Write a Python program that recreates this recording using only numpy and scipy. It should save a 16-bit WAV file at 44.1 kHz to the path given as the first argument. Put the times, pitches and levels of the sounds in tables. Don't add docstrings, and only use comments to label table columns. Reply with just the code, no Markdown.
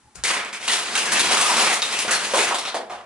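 import sys
import numpy as np
from scipy import signal
from scipy.fft import rfft, irfft, next_fast_len
from scipy.io import wavfile
from scipy.ndimage import uniform_filter1d, map_coordinates

SR = 44100
rng = np.random.default_rng(int(sys.argv[2]) if len(sys.argv) > 2 else 0)


def volts_from_db(level):
    exponent = np.asarray(level, float) / 20
    return 10 ** exponent


def inscribe(sig):
    pcm = np.round(np.clip(np.atleast_2d(sig).T, -1, 1) * 32767)
    wavfile.write(sys.argv[1], SR, pcm.astype(np.int16))


N = 134505

# frequency_hz, density_db
AIR_SPECTRUM = [(200, -9), (350, -16.5), (600, -22), (900, -16), (1400, -18), (3000, -24.5), (10500, -25),
                (11500, -60)]
# centre_s, level_db
HAND_PUFFS = [
    (.062, -62),
    (0.186, -45),
    (.232, -52),
]
# frequency_hz, density_db
FLICK_SPECTRUM = [(300, 1), (1500, 1), (3200, 0), (4600, 3), (8500, 6.5), (11000, -1.5)]
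# frequency_hz, density_db
CARD_SPECTRUM = [(35, -30), (60, -28), (161, -10), (223, -9.5), (571, -6), (966, -1.5), (2700, -1.5),
                 (9610, -7.5), (11200, -13.5), (14600, -53), (22000, -120)]
# start_s, level_db, air_pocket_hz, spill_s,
# brightness_db_per_octave
CARD_LANDINGS = [(0.238, -6, 2100, 0.075, 1.5), (0.279, -9, 1980, 0.087, 0.2),
                 (0.368, -9.5, 2160, 0.043, -3), (0.446, -19, 2380, 0.051, -2.8),
                 (0.527, -15, 2300, 0.046, -0.2), (0.624, -15.5, 2250, 0.017, 0.5),
                 (0.677, -5, 2130, 0.031, 1), (0.714, -4.5, 3750, 0.028, 1.5),
                 (0.952, -1.5, 2700, 0.014, 0.5), (0.975, -5, 2700, 0.037, 2), (1.054, -13, 2840, 0.023, 6),
                 (1.119, -1.5, 1600, 0.018, 2.5), (1.147, -12, 2970, 0.035, -1),
                 (1.193, -3, 2900, 0.024, 4), (1.309, -3, 720, 0.039, 0.5), (1.409, -6, 2700, 0.011, 10),
                 (1.487, -30, 970, 0.035, 1), (1.595, -7, 3500, 0.029, 5), (1.629, -7.5, 1110, 0.028, -2),
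                 (1.665, -7.5, 2270, 0.05, -4), (1.7, -6.5, 2070, 0.023, -1), (1.728, -7.5, 4040, 0.029, 5),
                 (1.833, -16, 1250, 0.05, 3),
    (1.925, -7.5, 2580, 0.034, 1.2),
    (1.987, -6.5, 2440, 0.041, 3),
    (2.079, -7, 1450, 0.027, -3),
    (2.108, -3.5, 1620, 0.05, 2.5),
    (2.138, -18, 1650, 0.012, -4),
    (2.388, -4.5, 2440, 0.04, 0.4),
    (2.428, -6.5, 1350, 0.03, 1.5),
    (2.469, -8, 1700, 0.036, -2),
    (2.584, -8, 4100, 0.015, 0),
                 (0.164, -30, 1490, 0.053, -1.5), (0.301, -11.5, 1140, 0.07, -1), (1.37, -8, 1130, 0.091, .5),
            (1.454, -19, 1000, 0.065, -4), (2.545, -6, 4030, 0.0097, 0), (2.651, -9.5, 3900, 0.015, -2.5),
            (2.671, -12, 4250, 0.022, -2.5), (2.748, -17, 3600, 0.025, -0.5), (2.799, -32, 3850, 0.023, -7),
            (2.902, -28.5, 3020, 0.098, -5), (2.689, -19.5, 4200, 0.014, -8),
            (.405, -23.5, 1520, .04, -2.5), (2.815, -41, 620, 0.0096, -4.5)]
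# start_s, level_db, hollow_hz, spill_s, brightness_db_per_octave
FLOOR_KNOCKS = [(2.046, -9, 540, 0.0096, -1.5), (2.15, -9.5, 644, 0.01, -2), (2.335, -4.5, 563, 0.042, 2.5),
                (2.353, -8, 624, 0.041, 3), (2.372, -3, 700, 0.014, 2), (2.392, -22, 684, 0.0077, 7.5),
                (2.508, -6, 900, 0.039, -3.5), (2.743, -6.5, 660, 0.012, 0), (2.767, -23, 584, 0.012, -6),
                (2.788, -29, 610, 0.007, 0), (2.896, -16.5, 800, 0.052, -1.5), (2.918, -36, 645, 0.069, -3)]
# start_s, level_db, ring_hz, spill_s, brightness_db_per_octave
EDGE_SNAPS = [
    (.238, 1, 2200, .001, 1.5),
    (.448, -18, 7800, .002, 1.5),
    (.685, 2, 3800, .001, 0),
    (1.82, 0, 4500, .0012, 2),
    (1.825, 1, 3700, .001, 2),
    (1.99, -5, 7500, .002, 1.5),
]
# start_s, peak_db, pitch_hz, t60_s
AIR_CLAPS = [(.25, -12.5, 2200, .06), (.29, -16, 2120, .08), (.68, -11, 2850, .04), (.696, -16, 1930, .07),
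             (.722, -15, 3800, .04), (.731, -24, 3300, .04), (.957, -13, 1620, 0.047),
             (1.075, -17, 1650, 0.09), (1.117, -26, 1650, 0.052), (1.143, -18, 2790, .06),
             (1.188, -23, 2280, 0.044), (1.2, -20, 2600, .07), (1.228, -14, 3250, .05),
             (1.305, -18, 730, 0.13), (1.365, -20, 900, 0.055), (1.41, -10, 2700, 0.066),
             (1.417, -15, 1180, 0.043), (1.455, -10, 1227, .07), (1.474, -22, 915, 0.029),
             (1.494, -10.5, 976, .11), (1.497, -16, 2600, .05), (1.573, -12.5, 1100, 0.061),
             (1.628, -12, 2380, .05), (1.678, -15, 2590, .07), (1.694, -10, 830, 0.039),
             (1.76, -15.5, 1114, 0.06), (1.723, -19, 843, 0.041), (1.385, -26, 1150, 0.046),
             (1.821, -20, 1226, 0.056), (.976, -16, 2780, 0.11), (1.82, -12, 3750, 0.097),
             (1.964, -14, 2650, 0.041), (2.085, -15, 1450, 0.053), (2.091, -16, 2000, .06),
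             (2.128, -14, 1700, 0.077), (2.135, -19, 4250, .2), (2.675, -22, 760, 0.073),
             (2.336, -5.5, 540, 0.064), (2.344, -14, 1012, 0.15), (2.342, -12, 1484, 0.044),
             (2.39, -22, 650, 0.034), (2.39, -12, 2510, 0.09), (2.507, -15, 890, .07),
             (2.745, -17.5, 550, .06), (2.764, -15, 635, .06), (2.788, -24, 610, .05)]
# time_s, level_db, brightness_db_per_octave
SLIDE_SWELL = [(0.6, -35.5, -2), (0.72, -21, 1.4), (0.86, -26, -1.7), (1.0, -25, -0.2), (1.11, -22, -2.5),
               (1.18, -18, -.5), (1.3, -17.5, -1.3), (1.44, -19.5, 0.5), (1.56, -16.5, -0.5),
               (1.66, -17.5, 0), (1.75, -26, -0.5), (1.81, -26.5, -1), (2.38, -26, -0.4), (2.58, -31, 1),
               (2.75, -56, -4)]
# pitch_hz, width_hz, gain_db
TABLE_MODES = [(207, 7.1, 8), (232, 9.5, 8), (357, 8.5, 6.5), (431, 38, 4), (540, 32, 1.5), (717, 32, 4),
               (1013, 19, 1), (1260, 20, 3)]
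# frequency_hz, t60_s
ROOM_DECAY = [(150, 0.52), (700, 0.47), (2500, 0.37), (7000, 0.23), (11000, 0.24)]
# frequency_hz, correlation
COHERENCE = [(200, 0.9), (700, 0.86), (1500, 0.57), (3000, 0.53), (6000, 0.29), (11000, 0.053)]
# frequency_hz, lead_rad
PORT_LEAD = [(300, 0.025), (2400, -0.7), (6000, -1.43), (10000, -1.7)]
# frequency_hz, difference_db
PORT_BALANCE = [(60, 0), (220, 0.0), (830, -0.5), (3110, -0.5), (11600, 5.5)]

AIR_DB, RUMBLE_DB, SHAKE_DB = -59.5, -12, -52
PUFF_LENGTH_S, PUFF_HZ = 0.022, 120
HUM_HZ, HUM_WIDTH_HZ, HUM_DB = 845, 30, -70
HUM_SWELL_S, HUM_SWELL_LENGTH_S, HUM_SWELL_DB = 0.088, 0.04, 9
FLICK_S, FLICK_RISE_S, FLICK_T60_S = 0.157, 0.003, 0.04
FLICK_DB, FLICK_LEFT_DB, FLICK_ECHO_DB = -31, 4, -5
CONTACTS_PER_S, CONTACT_SPREAD_DB = 9000, 3
SLAP_DB, SLAP_RISE_S, FIRST_CONTACT_T60_S = -12, 0.002, 0.0086
DYING_DB, RELEASE_SPILLS = 8.5, 0.53
POCKET_DB, POCKET_Q, POCKET_FIRST_DB = 4.5, 7, 6.5
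HOLLOW_DB, HOLLOW_Q, HOLLOW_FIRST_DB = 24, 3.4, 4
SNAP_DB, SNAP_Q, SNAP_FIRST_DB, SNAP_ECHO_DB = 6, 6, 4, -5
CLAP_RISE_S, CLAP_ECHO_DB = 0.0015, -2.5
SLIDES_PER_S, SLIDE_SPREAD_DB, CLUMP_DB, PATCHY_DB = 12000, 2.5, 1.2, 0.8
DECK_HZ, DECK_WIDTH_HZ, DECK_DB = 2700, 100, -11.5
ROOM_DB, ROOM_DELAY_S, ROOM_LOW_HZ, ECHO_LUMP_DB = 4, 0.0027, 224, 1
CEILING_DB, TOP_HZ, TOP_SLOPE_HZ = -3, 11050, 200


def unit(x):
    return x / np.sqrt(np.mean(x ** 2) + 1e-20)


def along(points, hz):
    f, value = np.transpose(points)
    return np.interp(np.log(hz + 1), np.log(f + 1), value)


def wobble(rate):
    knots = rng.standard_normal(int(N * rate / SR) + 4)
    return map_coordinates(knots, [np.arange(N) * rate / SR])


def filtered(x, response):
    m = next_fast_len(x.shape[-1] + 8192)
    return irfft(rfft(x, m) * response(np.fft.rfftfreq(m, 1 / SR)), m)[..., :x.shape[-1]]


def causal(gain):
    cepstrum = irfft(np.log(gain + 1e-6))
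    half = len(cepstrum) // 2
    cepstrum[1:half] *= 2
    cepstrum[half + 1:] = 0
    return np.exp(rfft(cepstrum))


def pair(noises, coherence):
    def mix(hz):
        angle = np.arccos(np.clip(along(coherence, hz), -1, 1)) / 2
        return np.array([np.cos(angle), np.sin(angle)])

    mid, side = filtered(noises, mix)
    return np.array([mid + side, mid - side])


def quiet_room(cards):
    t = np.arange(N) / SR
    air = filtered(rng.standard_normal((2, N)), lambda hz: volts_from_db(along(AIR_SPECTRUM, hz)) * (hz > 200))
    low = filtered(rng.standard_normal((2, N)),
                   lambda hz: 1 / (1 + (hz / PUFF_HZ) ** 4) * (hz / (hz + 50)) ** 3)
    hum = unit(filtered(rng.standard_normal(N), lambda hz: 1 / (1 + ((hz - HUM_HZ) / HUM_WIDTH_HZ) ** 2)))
    puffs = sum(volts_from_db(db) * np.exp(-((t - s) / PUFF_LENGTH_S) ** 2) for s, db in HAND_PUFFS)
    shake = volts_from_db(SHAKE_DB) * np.sqrt(np.abs(uniform_filter1d(cards ** 2, size=4000)))
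    rumble = (volts_from_db(AIR_DB + RUMBLE_DB) + shake) * volts_from_db(4.0 * wobble(11))
    swell_db = HUM_SWELL_DB * np.exp(-((t - HUM_SWELL_S) / HUM_SWELL_LENGTH_S) ** 2)
    hum_level = volts_from_db(HUM_DB + swell_db + 2.2 * wobble(14))
    low_pair = unit(pair(low, [(50, 0.83)]))
    return volts_from_db(AIR_DB) * unit(pair(air, COHERENCE)) + (rumble + puffs) * low_pair + hum_level * hum


def flick():
    t = np.arange(N) / SR - FLICK_S
    rise = np.exp(np.minimum(t, 0) / FLICK_RISE_S)
    fall = volts_from_db(-60 * np.maximum(t, 0) / FLICK_T60_S)
    swish = filtered(rng.standard_normal(N), lambda hz: volts_from_db(along(FLICK_SPECTRUM, hz)))
    return volts_from_db(FLICK_DB) * np.where(t < 0, rise, fall) * unit(swish)


def contacts(size, per_s, spread_db):
    when = rng.random(size)
    strength = np.minimum(rng.exponential(1, size), 3)
    sign = rng.standard_normal(size)
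    return unit((when < per_s / SR) * volts_from_db(spread_db * strength) * sign)


def slaps(landings, resonance_db, q, first_db):
    out, t = np.zeros(N + SR), np.arange(SR // 4) / SR
    for s, db, hz, spill, bright in landings:
        spill = max(spill, 0.001)
        fade_db = -DYING_DB * t / spill - 60 * np.maximum(t / spill - 1, 0) / RELEASE_SPILLS
        first = 1 + volts_from_db(first_db) * volts_from_db(-60 * t / FIRST_CONTACT_T60_S)
        rise = np.minimum(1, (t + 1 / SR) / min(SLAP_RISE_S, spill / 8))
        shape = volts_from_db(fade_db) * first * rise

        def colour(f):
            octaves = np.log2(np.clip(f, max(500, hz / 3), 2e4) / hz)
            cavity = 1 + volts_from_db(resonance_db) / np.sqrt(1 + (q * (f / hz - hz / (f + 1))) ** 2)
            return causal(volts_from_db(along(CARD_SPECTRUM, f) + bright * octaves) * cavity)

        burst = filtered(contacts(len(t), CONTACTS_PER_S, CONTACT_SPREAD_DB) * shape, colour)
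        level = volts_from_db(db + SLAP_DB) * np.sqrt(np.mean(shape ** 2))
        out[round(s * SR):][:len(t)] += level * unit(burst)
    return out[:N]


def claps():
    out, t = np.zeros(N + SR), np.arange(SR // 4) / SR
    for s, db, hz, t60 in AIR_CLAPS:
        envelope = volts_from_db(db - 60 * t / max(t60, 0.01)) * (1 - np.exp(-t / CLAP_RISE_S))
        out[round(s * SR):][:len(t)] += envelope * np.sin(2 * np.pi * hz * t)
    return out[:N]


def slide():
    s, db, bright = np.transpose(SLIDE_SWELL)
    clumps = volts_from_db(CLUMP_DB * (wobble(40) + wobble(90)))
    rub = contacts(N, SLIDES_PER_S, SLIDE_SPREAD_DB) * clumps
    hz, t, z = signal.stft(rub, SR, nperseg=512)
    patches = uniform_filter1d(rng.standard_normal(z.shape), size=14, axis=0)
    patches = uniform_filter1d(patches, size=7, axis=1)
    octaves = np.log2(np.clip(hz, 200, 2e4) / 2000)
    gain = volts_from_db(along(CARD_SPECTRUM, hz)[:, None] + np.outer(octaves, np.interp(t, s, bright)))
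    gain = gain * (1 + volts_from_db(DECK_DB) / (1 + ((hz[:, None] - DECK_HZ) / DECK_WIDTH_HZ) ** 2))
    swell = volts_from_db(np.interp(t, s, db, left=-90) - 2 + PATCHY_DB * unit(patches))
    gain = gain / np.sqrt(np.mean(gain ** 2, 0)) * swell
    return signal.istft(z * gain, SR, nperseg=512)[1][:N] / np.sqrt(np.mean(rub ** 2))


def wooden_top(x):
    def response(f):
        modes = sum((volts_from_db(db) - 1) / (1 + (2 * (f - hz) / width) ** 2) for hz, width, db in TABLE_MODES)
        return causal(1 + modes)

    return filtered(x, response)


def room(x):
    frames = dict(nperseg=256, noverlap=192)
    late = np.pad(x, (round(ROOM_DELAY_S * SR), 0))[:N]
    hz, t, z = signal.stft(late, SR, **frames)
    keep = volts_from_db(-120 * t[1] / along(ROOM_DECAY, hz))
    held = np.array([signal.lfilter([1 - k], [1, -k], row) for k, row in zip(keep, np.abs(z) ** 2)])
    wash = signal.stft(rng.standard_normal((2, N)), SR, **frames)[2]
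    wash = wash * np.sqrt(held / np.mean(np.abs(wash) ** 2))
    diffuse = signal.istft(wash, SR, **frames)[1][:, :N]
    return pair(diffuse, COHERENCE) * volts_from_db(ECHO_LUMP_DB * wobble(80))


def scene():
    near = flick()
    bunches = slaps(CARD_LANDINGS, POCKET_DB, POCKET_Q, POCKET_FIRST_DB)
    snaps = slaps(EDGE_SNAPS, SNAP_DB, SNAP_Q, SNAP_FIRST_DB)
    notes = claps()
    flat = slaps(FLOOR_KNOCKS, HOLLOW_DB, HOLLOW_Q, HOLLOW_FIRST_DB)
    cards = bunches + flat + slide()
    sent = cards + volts_from_db(CLAP_ECHO_DB) * notes + volts_from_db(SNAP_ECHO_DB) * snaps + volts_from_db(FLICK_ECHO_DB) * near
    echoes = filtered(room(sent), lambda hz: 1 / (1 + (ROOM_LOW_HZ / (hz + 1)) ** 3))
    on_wood = wooden_top(cards + notes + volts_from_db(ROOM_DB) * echoes)
    near_pair = near * volts_from_db([[FLICK_LEFT_DB], [-FLICK_LEFT_DB]])
    return volts_from_db(-5) * (on_wood + snaps + near_pair) + quiet_room(cards)


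def roll_off(x):
    return signal.sosfilt(signal.butter(12, 12190, fs=SR, output="sos"), x)


def record(dry):
    side = np.array([[0.5], [-0.5]])
    bent = dry / (1 + np.abs(dry / volts_from_db(CEILING_DB)) ** 4) ** (1 / 4)

    def ports(hz):
        slope = np.cos(np.pi / 2 * np.clip((hz - TOP_HZ) / TOP_SLOPE_HZ, 0, 1)) ** 2
        edge = np.maximum(slope, volts_from_db(-40 - np.abs(hz - TOP_HZ) / 90))
        return volts_from_db(side * along(PORT_BALANCE, hz)) * np.exp(1j * side * along(PORT_LEAD, hz)) * edge

    return roll_off(filtered(bent, ports))


dry = scene()
out = record(dry)
inscribe(out)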